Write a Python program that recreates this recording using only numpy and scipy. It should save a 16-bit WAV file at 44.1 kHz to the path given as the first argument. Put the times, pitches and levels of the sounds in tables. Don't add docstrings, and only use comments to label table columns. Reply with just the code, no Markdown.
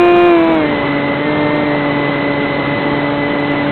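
import sys
import numpy as np
from scipy import signal
from scipy.fft import rfft, irfft
from scipy.io import wavfile
from scipy.ndimage import uniform_filter1d

SR = 44100
rng = np.random.default_rng(int(sys.argv[2]) if len(sys.argv) > 2 else 0)


def amplitude_ratio(level_db):
    exponent = np.asarray(level_db, float) / 20
    return 10 ** exponent


def store_pcm(level_fs):
    pcm = np.round(np.clip(level_fs, -1, 1) * 32767).astype(np.int16)
    wavfile.write(sys.argv[1], SR, np.atleast_2d(pcm).T)


N = 163611
BAND_EDGE_HZ = 4000


def evened(x):
    return x / np.sqrt(np.mean(x ** 2) + 1e-20)


def read(points, hz):
    f, value = np.transpose(points)
    return np.interp(np.log(hz + 1), np.log(f + 1), value)


def drift(hz):
    spectrum = rfft(rng.standard_normal(N))
    lowpass = np.exp(-(np.fft.rfftfreq(N, 1 / SR) / hz) ** 2)
    return evened(irfft(spectrum * lowpass, N))


def shaft():
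    # time in seconds, shaft rate in turns per second.
    speed = [(0.276, 175.06), (0.41, 164.97), (0.521, 163.84), (0.66, 148.22), (0.821, 142.91),
             (1.167, 142.85), (1.285, 149.59), (1.624, 147.68), (1.894, 144.026), (1.98, 144.488),
             (2.173, 142.771), (2.388, 143.195), (2.718, 142.675), (2.771, 144.415), (2.965, 144.255),
             (3.131, 143.825), (3.406, 144.166), (3.7, 143.876)]
    inertia_s, cruise_hz, full_hz, load_bend = 0.06, 143, 175, 0.85
    hz = np.interp(np.arange(N) / SR, *np.transpose(speed))
    hz = uniform_filter1d(hz, round(inertia_s * SR), mode="nearest")
    load = np.clip((hz - cruise_hz) / (full_hz - cruise_hz), 0, 1) ** load_bend
    angle = 2 * np.pi * np.cumsum(hz) / SR
    return hz, angle, load


def propeller(hz, angle, load):
    # multiple of the shaft rate, cruise level in dB, full-throttle level in dB.
    orders = [(1, -27.5, -31.5), (2, -20.5, -7.5), (3, -29.5, -22.5), (4, -24, -15), (5, -50, -39.5),
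              (5.982, -31, -21), (6.995, -37.5, -35), (7.965, -39, -35), (9.1, -42.5, -44.5),
              (10.074, -43, -32.5), (11, -49.5, -43), (11.985, -41.5, -31), (13, -45, -35.5),
              (15.02, -41, -40.5), (16, -45.5, -32), (18.16, -48, -37), (19.02, -53, -47.5),
              (21.11, -40.5, -46), (22.05, -50, -51.5), (29.86, -52.5, -59)]
    # frequency in Hz, width in Hz, gain in dB.
    resonances = [(454, 16, 4.5), (793, 63, 15.5)]
    smear, jitter = 0.07, 0.045
    waver_hz = 16
    waver_db = 1 + (0.5 - 1) * load
    out = np.zeros(N)
    for multiple, cruise_db, full_db in orders:
        k = round(multiple)
        shake_db = 0
        if k % 2:
            shake_db = sum(gain * np.exp(-((k * hz - f) / spread) ** 2) for f, spread, gain in resonances)
        order_db = shake_db + cruise_db + (full_db - cruise_db) * load
        level = amplitude_ratio(order_db + waver_db * drift(waver_hz))
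        phase = k * angle - smear * k ** 2 + jitter * waver_db * drift(waver_hz)
        out -= np.sqrt(2) * level * np.cos(phase)
    return out


def magnet_tone(hz, angle):
    # frequency in Hz, level in dB.
    magnet_response = [(2000, -27.5), (2030, -27.5), (2090, -27.5), (2180, -30), (2300, -30.5),
                       (2450, -24.5)]
    magnets, lead = 14, 0.75
    level = amplitude_ratio(read(magnet_response, magnets * hz) + 0.29 * drift(19))
    return np.sqrt(2) * level * np.cos(magnets * angle + lead + 0.1 * drift(30))


def controller_whine(hz, angle):
    # frequency in Hz, level in dB.
    whine_response = [(700, -43), (1200, -28.5), (1550, -37), (1780, -30.5), (1990, -29.5), (2050, -28)]
    steps, switch_hz, lead = 42, 8053.6, 1.36
    switching = 2 * np.pi * switch_hz * np.arange(N) / SR + lead
    level = amplitude_ratio(read(whine_response, switch_hz - steps * hz) + 0.97 * drift(17))
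    return np.sqrt(2) * level * np.cos(switching - steps * angle + 0.098 * drift(30))


def electrical_tone():
    tone_hz, tone_db = 3950, -54
    t = np.arange(N) / SR
    wander = 0.5 * drift(15)
    pair_hz = (tone_hz, 2 * BAND_EDGE_HZ - tone_hz)
    return np.sqrt(2) * amplitude_ratio(tone_db) * sum(np.cos(2 * np.pi * f * t + wander) for f in pair_hz)


def slipstream(shaft_hz, angle, load):
    # frequency in Hz, density in dB per Hz.
    air_spectrum = [(25, -28), (60, -12), (130, -1.5), (350, 1.5), (1000, -4), (2000, -11), (2600, -14.5),
                    (4000, -17.5)]
    patch_db, swell_db, chop = 1.05, 0.5, 0.071
    air_db, full_db, brake_db = -18.5, -1, 0.54
    count, bins_hz = N // 256 + 5, np.fft.rfftfreq(1024, 1 / SR)
    real, imaginary, patches = rng.standard_normal((count, 513, 3)).T
    patches = uniform_filter1d(patches, size=8, axis=0)
    patches = evened(uniform_filter1d(patches, size=8, axis=1))
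    cells = (real + 1j * imaginary) * amplitude_ratio(read(air_spectrum, bins_hz)[:, None] + patch_db * patches)
    roar = evened(signal.istft(cells, nperseg=1024, noverlap=768)[1][:N])
    braking = uniform_filter1d(np.maximum(-np.gradient(shaft_hz) * SR, 0), size=SR // 4)
    roar_db = brake_db * braking / 60 + air_db + full_db * load + swell_db * drift(2.1)
    return roar * amplitude_ratio(roar_db) * (1 + chop * np.cos(2 * angle))


def gusts():
    # time in seconds, level over the gusts in dB.
    buffets = [
        (.31, 6),
        (.62, 9),
        (0.932, 5),
        (1.3, 5),
        (1.38, 14.5),
        (1.651, 8),
        (2.76, 9),
        (2.968, -2.5),
    ]
    gust_db, gust_hz, spread_hz, lump_db, buffet_s = -30.5, 242, 150, 3, 0.028
    f = np.fft.rfftfreq(N, 1 / SR)
    band = np.exp(-((f - gust_hz) / spread_hz) ** 2) * np.minimum(f / 90, 1) ** 2
    gust = irfft(rfft(rng.standard_normal(N)) * band, N)
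    t = np.arange(N) / SR
    bump_db = sum(rise * np.exp(-((t - s) / buffet_s) ** 2) for s, rise in buffets)
    return amplitude_ratio(gust_db) * evened(gust * amplitude_ratio(lump_db * drift(9.9) + bump_db))


def scene():
    hz, angle, load = shaft()
    motor = magnet_tone(hz, angle) + controller_whine(hz, angle) + electrical_tone()
    air = slipstream(hz, angle, load) + gusts()
    return (propeller(hz, angle, load) + motor + air)[None]


def low_pass(x):
    return signal.sosfilt(signal.butter(12, 15850, fs=SR, output="sos"), x)


def record(dry):
    squash, input_clip, output_clip = 0.14, 0.71, 0.709
    capsule = dry - squash * np.maximum(dry, 0) ** 2
    clipped = np.clip(capsule, -input_clip, input_clip)
    over_hz = np.maximum(np.fft.rfftfreq(2 * N, 1 / SR) - BAND_EDGE_HZ, 0)
    edge = amplitude_ratio(np.maximum(-0.053 * over_hz - 4e-5 * over_hz ** 2, -140))
    narrow = irfft(rfft(clipped, 2 * N) * edge, 2 * N)[:, :N]
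    return low_pass(np.clip(narrow, -output_clip, output_clip))


dry = scene()
out = record(dry)
store_pcm(out)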